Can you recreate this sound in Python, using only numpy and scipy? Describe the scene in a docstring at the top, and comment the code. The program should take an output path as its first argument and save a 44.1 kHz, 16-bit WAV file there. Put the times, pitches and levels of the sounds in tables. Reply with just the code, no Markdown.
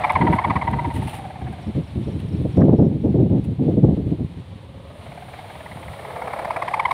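"""A kite with a hummer (a ribbon that sings in the wind) flies off, turns far away and dives back.
The ribbon swings about 17 times a second and sheds eddies, little whirls of air that sing near 1 kHz
when the kite is close and lower when it is far. The ground echoes them. Over a steady background hiss,
gusts buffet the microphone, something rustles close by and a small bird ticks far off."""
import sys
import numpy as np
from scipy import signal
from scipy.fft import rfft, irfft
from scipy.io import wavfile
from scipy.ndimage import uniform_filter1d

SR = 44100
rng = np.random.default_rng(int(sys.argv[2]) if len(sys.argv) > 2 else 0)


def wav_out(sig):
    """Save sig, one row per channel (or a flat mono array), as 16-bit PCM at SR to the path in sys.argv[1]."""
    wavfile.write(sys.argv[1], SR, np.round(np.clip(np.atleast_2d(sig).T, -1, 1) * 32767).astype(np.int16))


N = 305613
TIME = np.arange(N) / SR


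def undb(db):
    """Turn decibels (dB) into a number to multiply a sound by."""
    return 10 ** (np.asarray(db) / 20)


def unit(x):
    """Scale a signal so that its average strength (rms) is 1."""
    return x / np.sqrt(np.mean(np.abs(x) ** 2))


def curves(rows):
    """Join rows that start with a time by straight lines: one curve for each further column."""
    seconds, *columns = np.transpose(rows)
    return [np.interp(TIME, seconds, column) for column in columns]


def walk(rate):
    """A smooth random wobble of strength 1 that changes up to about `rate` times a second."""
    hz = np.arange(N // 2 + 1) * SR / N
    return unit(irfft(rfft(rng.standard_normal(N)) * np.exp(-.5 * (hz / rate) ** 2), N))


def colour(x, points):
    """Shape the bass and treble of x, at strength 1. Each point: frequency in Hz, relative level in dB."""
    hz, db = np.transpose(points)
    all_hz = np.maximum(np.arange(N // 2 + 1) * SR / N, 1)
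    return unit(irfft(rfft(x) * undb(np.interp(np.log(all_hz), np.log(hz), db)), N))


def noise(points):
    """Random noise with the colour given by (Hz, dB) points."""
    return colour(rng.standard_normal(N), points)


def add(out, start, sound):
    """Mix a short sound in at a start time in seconds."""
    i = max(int(start * SR), 0)
    out[i:i + len(sound)] += sound[:N - i]


def background_hiss():
    """Steady hiss with a high microphone ring, dipping as the recorder turns down in strong wind."""
    # Each row: time in seconds, relative level of the hiss in dB, that of the ring in dB.
    hiss_levels = [(0, -49.5, -58), (.75, -52.5, -62.5), (1.1, -50.5, -55), (1.35, -55.5, -66),
                   (2.5, -55, -64.5), (2.7, -59.5, -72), (4.84, -58.5, -70.5), (5, -54.5, -62.5),
                   (6, -52, -57), (6.93, -52, -61.5)]
    # A fine high sheen that swells during the dive. 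Each row: time in seconds, level in dB.
    sheen_levels = [(0, -81), (2.6, -98.5), (4.7, -84.5), (5.25, -66), (5.9, -62), (6.35, -61), (6.93, -81)]
    # Each row of both: frequency in Hz, relative level in dB.
    hiss_colour = [(200, -0.5), (500, 7.5), (900, 7.5), (1400, -3), (2200, 0.5), (2650, -1), (3200, -0.5),
                   (3800, -2), (4300, -6.5), (5000, -16), (6500, -21.5), (9000, -20), (15000, -36.5)]
    ring_colour = [(2000, -9.5), (4500, -19.5), (6500, -16), (8000, -3.5), (9300, 7.5), (10500, -5.5),
                   (12000, -9.5), (15500, -12.5)]
    hiss_db, ring_db = curves(hiss_levels)
    hiss = noise(hiss_colour) * undb(hiss_db + 7.5 + .86 * walk(11))
    ring = noise(ring_colour) * undb(ring_db - 1 + .7 * walk(15))
    sheen = noise([(3000, -32.5), (8000, -12), (11000, .5), (15500, 0)]) * undb(curves(sheen_levels)[0])
    return hiss + ring + sheen


def bird(start_hz=5850, end_hz=5000, tick_s=.02, spacing_s=.0402, first_tick_db=-3.5):
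    """A call is a run of quick falling whistles, the first one softer; wind on the way makes them waver."""
    # Each row: start in seconds, number of ticks, relative level in dB.
    calls = [(1.628, 2, -53.5), (1.835, 2, -55), (2.038, 3, -53.5), (2.282, 3, -53.5), (2.523, 3, -53),
             (2.771, 3, -56.5), (3.013, 3, -60)]
    out = np.zeros(N)
    progress = np.linspace(0, 1, int(tick_s * SR))
    for start, count, db in calls:
        for k in range(count):
            hz = (start_hz + (end_hz - start_hz) * progress) * (1 + .008 * rng.standard_normal())
            tick = np.sin(np.pi * progress) * np.sin(2 * np.pi * np.cumsum(hz) / SR)
            add(out, start + k * spacing_s - .002, undb(db + first_tick_db * (k == 0)) * tick)
    return out * undb(3 * walk(150) - 6)


def rustles():
    """Short rubs close to the microphone, each a cluster of tiny slips."""
    # Each row: start in seconds, level at the loudest point in dB, length in seconds.
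    rubs = [(0.12, -37.5, 0.005), (0.316, -45.5, 0.071), (0.711, -44, 0.0085), (0.935, -42.5, 0.076),
            (1.016, -47.5, .06), (1.069, -41, 0.067), (1.13, -40.5, 0.074), (1.521, -53, .025),
            (2.192, -52, 0.026), (3.438, -51.5, 0.03)]
    loudness = np.zeros(N)
    for start, db, length in rubs:
        progress = np.linspace(0, 1, max(int(length * SR), 8))
        add(loudness, start, undb(db) * np.sin(np.pi * progress ** .53))
    slips = rng.standard_normal(N) * undb(2.6 * walk(400))
    return loudness * colour(slips, [(500, -17), (1500, 1.5), (2800, 7.5), (4200, -8), (6500, -17.5),
                                     (8000, -9.5), (9300, 1.5), (11000, -10), (15500, -15)])


def wind_level(rise_s=.013, fall_s=.021, sag_db_per_s=11):
    """The wind's level in dB: each gust rises fast, sags while it lasts and dies away into the breeze."""
    # The light air between gusts. 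Each row: time in seconds, level in dB.
    breeze = [(0, -35), (.7, -29), (1.25, -36), (1.9, -37), (2.2, -27), (3.1, -25.5), (4.35, -37),
              (5.4, -42), (6.1, -43), (6.8, -44), (6.93, -37)]
    # Each row: start in seconds, length in seconds, level halfway through in dB.
    gusts = [(0.152, 0.056, -25.5), (.21, 0.13, -17.5), (0.464, 0.057, -22), (0.557, 0.011, -22),
             (0.654, .13, -24.5), (0.852, 0.025, -21), (0.951, 0.11, -23.5), (1.419, 0.093, -29.5),
             (1.675, 0.019, -22), (1.758, 0.042, -19), (1.962, 0.052, -21), (2.071, 0.1, -24.5),
             (2.23, 0.033, -26), (2.334, 0.095, -25), (2.581, 0.16, -10.5), (2.791, 0.064, -11.5),
             (2.886, 0.08, -19.5), (3.045, 0.065, -16), (3.147, 0.12, -15.5), (3.303, 0.075, -13.5),
             (3.458, 0.063, -22.5), (3.593, 0.15, -18), (3.781, 0.013, -17.5), (3.832, .1, -14),
             (3.973, 0.025, -14.5), (4.036, 0.1, -22.5), (4.191, .04, -20), (4.38, 0.025, -29),
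             (5.72, 0.042, -36.5), (5.86, 0.063, -33)]
    power = undb(curves(breeze)[0]) ** 2
    for start, length, db in gusts:
        age = TIME - start
        rise = np.clip(1 + age / rise_s, 0, 1)
        sag_db = sag_db_per_s * (np.clip(age, 0, length) - length / 2)
        fall = np.exp(-np.clip((age - length) / fall_s, 0, 20))
        power = power + (undb(db - sag_db) * rise * fall) ** 2
    return 10 * np.log10(power)


def turbulence(points):
    """Churning air: noise of a given colour, with its slow swells evened out."""
    churn = noise(points)
    return churn / np.sqrt(uniform_filter1d(churn ** 2, size=2400))


def wind_rumble(gust_db):
    """Stronger gusts break into smaller eddies on the microphone, so the rumble brightens as it swells."""
    # Each row of both: frequency in Hz, relative level in dB.
    light_air = [(20, -60), (40, -23), (75, 0.5), (150, -1.5), (250, -12), (400, -21), (700, -47),
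                 (1500, -67.5), (3000, -74)]
    full_gust = [(15, -59), (40, -32.5), (75, 0), (150, 5.5), (280, 0), (450, -8.5), (700, -25),
                 (1100, -48), (1800, -63.5), (3500, -85.5)]
    force = np.clip((gust_db + 32.5) / 16, 0, 1) ** 2
    rumble = np.sqrt(1 - force) * turbulence(light_air) + np.sqrt(force) * turbulence(full_gust)
    return unit(rumble * undb(2.25 * walk(22))) * undb(gust_db)


def buffets(rise_s=.0093):
    """Single pushes of air thump the microphone."""
    # Each row: time in seconds, relative level in dB.
    pushes = [(0.232, -6.5), (1.777, -11), (2.081, -14), (2.448, -7.5), (2.61, -5.5), (2.728, 1.5),
              (2.802, -3), (3.049, -2.5), (3.153, -4.5), (3.681, -3.5), (3.77, -2.5), (3.834, 0),
              (4.117, -6.5)]
    loudness = np.zeros(N)
    age = TIME[:SR // 5] / rise_s
    for start, db in pushes:
        add(loudness, start - .003, undb(db - 11.5) * age * np.exp(1 - age))
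    return loudness * turbulence([(20, -54), (40, -28), (120, 2), (300, 4), (520, -7.5), (800, -22.5),
                                  (1300, -53.5), (2200, -64), (4000, -78)])


def gust_crackle(gust_db, crack_at_s=2.62, crack_db=-22, crack_fade_s=.0044):
    """The hardest gusts crackle on the microphone's opening, and the worst begins with a crack."""
    crackle = noise([(200, -21), (450, 13), (800, 5), (1200, -18), (1800, -26.5), (3000, -46.5),
                     (6000, -57.5)])
    crackle = unit(crackle * undb(4 * walk(60)))
    crackle_db = -28 + 2.3 * (gust_db + 11)  # grows much faster than the gust itself
    crack = noise([(200, -14), (600, 3), (1200, -8.5), (1800, -13.5), (2600, -38), (6000, -54)])
    crack = crack * undb(crack_db) * np.exp(-np.abs(TIME - crack_at_s) / crack_fade_s)
    return crackle * undb(crackle_db) + crack


def ground_echo(direct, share_low=.18, share_high=.39):
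    """Add the duller copy that the ground sends back, sooner and weaker as the kite comes down."""
    # Each row: time in seconds, delay of the echo in seconds.
    delays = [(0, .00685), (.35, .00648), (.75, .00638), (1.7, .0068), (4.9, .0072), (5.35, .00685),
              (5.7, .0061), (6.35, .0037), (6.93, .0017)]
    delay_s, = curves(delays)
    share = np.interp(delay_s, [delay_s.min(), delay_s.max()], [share_low, share_high])
    dull = signal.sosfilt(signal.butter(1, 4000, fs=SR, output="sos"), direct)
    return direct + share * np.interp(TIME - delay_s, TIME, dull, left=0)


def eddy_tone(hz, wander, flutter_db):
    """Eddies shed in step make one tone, unsteady in pitch and strength."""
    phase = 2 * np.pi * np.cumsum(hz * (1 + wander * walk(93.2))) / SR
    return unit(np.sin(phase) * undb(flutter_db * walk(150)))


def eddy_noise(hz, width_hz):
    """Eddies shed out of step make a band of noise that follows the pitch."""
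    phase = 2 * np.pi * np.cumsum(hz) / SR
    return walk(width_hz) * np.cos(phase) + walk(width_hz) * np.sin(phase)


def repeat_swing(cycle, rows):
    """Repeat the curves of one swing, cycle after cycle."""
    share, *columns = np.transpose(rows)
    return np.array([np.interp(cycle, share, column, period=1) for column in columns])


def ribbon_swing(level_db, facing, first_stroke_cycles=.81, jitter_cycles=.03494):
    """Each swing is a fast stroke and a weak return; gusty air on the way makes distant swings uneven."""
    # Each row: time in seconds, swings per second.
    swing_rate = [(0.0, 17.387), (0.6, 17.365), (1.0, 17.387), (1.3, 17.875), (2.0, 17.491), (4.5, 18.651),
                  (5.0, 18.504), (5.6, 18.425), (6.1, 17.731), (6.7, 17.069), (6.93, 17.703)]
    # One swing, heard from behind and from ahead. Each row: share of a cycle from the stroke,
    # relative speed, relative level in dB, change in the overtones in dB.
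    from_behind = [(-.43, .95, -12, -4), (-.3, .87, -16, -3), (-.2, .92, -22, -3), (-.12, 1.15, -5, 6),
                   (0, 1.09, 3, 0), (.1, .95, 0, -1), (.2, .84, -13, -3), (.3, .84, -19, -1),
                   (.43, .93, -14, -3)]
    from_ahead = [(-.42, .93, -10, -4), (-.3, .82, -14, -3), (-.18, .84, -21, -2), (-.1, 1.03, -3, 2),
                  (-.03, 1.13, 3, 2), (.05, 1.02, -1, 0), (.15, .82, -8, -5), (.29, .8, -19, -1),
                  (.42, .92, -12, -3)]
    far = np.interp(level_db, [-36, -26], [1, 0])
    cycle = np.cumsum(curves(swing_rate)[0]) / SR - first_stroke_cycles
    cycle = cycle + jitter_cycles * far * walk(24.97)
    return (1 - facing) * repeat_swing(cycle, from_behind) + facing * repeat_swing(cycle, from_ahead)


def ribbon_tone(hz, whip, overtone_db):
    """Eddies tug sideways (lift) and, about twice as fast, backwards (drag); whipping unsettles both."""
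    lift_tone = eddy_tone(hz, wander=.025 * whip, flutter_db=1.3)
    drag_tone = eddy_tone(2.09 * hz, wander=.012 + .017 * whip, flutter_db=2.5)
    lift = unit(lift_tone + undb(-4) * whip * eddy_noise(hz, width_hz=150))
    drag = unit(drag_tone + undb(-3.5) * whip * eddy_noise(2.05 * hz, width_hz=420))
    rasp = undb(-6.5) * eddy_noise(3.15 * hz, width_hz=280)
    rasp += undb(-16.5) * eddy_noise(4.2 * hz, width_hz=270)
    return lift + undb(overtone_db) * (drag + rasp)


def ribbon_swish(pitch, speed, throb_db, throb_share=.5):
    """Nearer its ends the ribbon moves slower, so it sounds lower and throbs less."""
    # Each row: time in seconds, relative level in dB.
    swish_levels = [(0, -4.5), (.22, -8.5), (5.2, -9), (5.7, 0), (6.2, 6), (6.55, 1.5), (6.86, -11)]
    swish = eddy_noise(.8 * pitch * speed, width_hz=136)
    swish += undb(-5.5) * eddy_noise(1.6 * pitch * speed, width_hz=540)
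    swish += undb(-17.5) * eddy_noise(2.9 * pitch, width_hz=230)
    swish += undb(-12.5) * eddy_noise(.38 * pitch, width_hz=83)  # slower eddies off the kite's thick rods
    return swish * undb(curves(swish_levels)[0] + throb_share * throb_db)


def edge_hiss(level_db, facing, whip, throb_db):
    """Air tears along the ribbon's edge: loudest in mid-stroke, from ahead and when it whips widely."""
    # Each row: frequency in Hz, relative level in dB.
    edge_colour = [(1500, -10), (3500, 3), (5000, 1.5), (6500, -13), (9300, 2.5), (11000, -6.5),
                   (15500, -12.5)]
    return noise(edge_colour) * undb(level_db - 50.5 + 10.5 * facing + 9.5 * whip + .75 * throb_db)


def hummer(turn_start_s=2.5, turn_length_s=2, whip_loss_db=2.5):
    """The ribbon's speed through the air sets the pitch and strength of its eddies within every swing."""
    # The kite's flight out and back. 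Each row of both: time in seconds, eddy pitch in Hz,
    # relative level in dB, relative level of the overtones in dB.
    leaving = [(0.08, 947, -14, -9), (.3, 946, -16, -15), (.51, 958.9, -15.5, -10.5), (.6, 905.5, -19, -9),
               (.7, 944.3, -21.5, -10), (.86, 950, -23.5, -19), (.97, 905.4, -31, -11),
               (1.2, 790, -29.5, -18), (1.48, 746, -34, -8.5), (2.1, 585, -54, -12)]
    diving = [(4.4, 495.6, -48, -29), (4.8, 544.2, -38.5, -17), (5.17, 710.6, -35.5, -7),
              (5.88, 810.4, -39, -1.5), (6.17, 753.7, -32, -9), (6.36, 839.8, -25.5, -16.5),
              (6.68, 899.8, -21.5, -6.5), (6.75, 968, -17.5, -9), (6.9, 992, -15.5, -7.5)]
    # How widely the ribbon whips. Each row: time in seconds, depth of the pitch sweep (0 is none).
    whip_depths = [(.03, 1.3), (.11, 1.8), (.19, .3), (.33, .2), (.4, .8), (.6, 1.4), (.67, .2), (.8, .25),
                   (1.4, .55), (4.5, .3), (5.3, .5), (5.7, 1.6), (6.45, 1.9), (6.8, 1.1), (6.86, .35),
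                   (6.915, 1.4)]
    # How well the hummer gives off sound. Each row: frequency in Hz, relative level in dB.
    radiation = [(300, -7), (700, 1.5), (980, 4.5), (1250, 0.5), (1480, -5.5), (1800, -0.5), (2200, 6),
                 (2500, -1.5), (2800, -7), (3600, -6.5), (5000, -4.5), (9000, 6)]
    pitch, level_db, overtone_db = curves(list(leaving) + list(diving))
    whip, = curves(whip_depths)
    facing = np.clip((TIME - turn_start_s) / turn_length_s, 0, 1)  # 0 flying away, 1 coming back
    speed, throb_db, swing_overtone_db = ribbon_swing(level_db, facing)
    throb_db = throb_db * np.interp(level_db, [-35, -23], [.66, 1.08])  # from afar the throb is blurred
    level_db = level_db - whip_loss_db * (whip - 1)  # a ribbon that swings evenly sings louder
    tone = undb(throb_db - 3.5) * ribbon_tone(pitch * speed ** whip, whip, overtone_db + swing_overtone_db)
    song = (tone + ribbon_swish(pitch, speed, throb_db)) * undb(level_db)
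    return np.std(song) * colour(song, radiation) + edge_hiss(level_db, facing, whip, throb_db)


def scene():
    """The kite, the wind and the quieter sounds, all heard at one microphone."""
    gust_db = wind_level()
    kite = ground_echo(hummer())
    wind = wind_rumble(gust_db) + buffets() + gust_crackle(gust_db)
    return (kite + wind + background_hiss() + rustles() + bird())[None]


def record(dry, ceiling=.9, top_hz=15550):
    """The recorder rounds off the tallest peaks and cuts the highest treble."""
    rounded = dry / (1 + (dry / ceiling) ** 6) ** (1 / 6)
    return signal.sosfilt(signal.ellip(10, .1, 90, top_hz, fs=SR, output="sos"), rounded)


dry = scene()
out = record(dry)
wav_out(out)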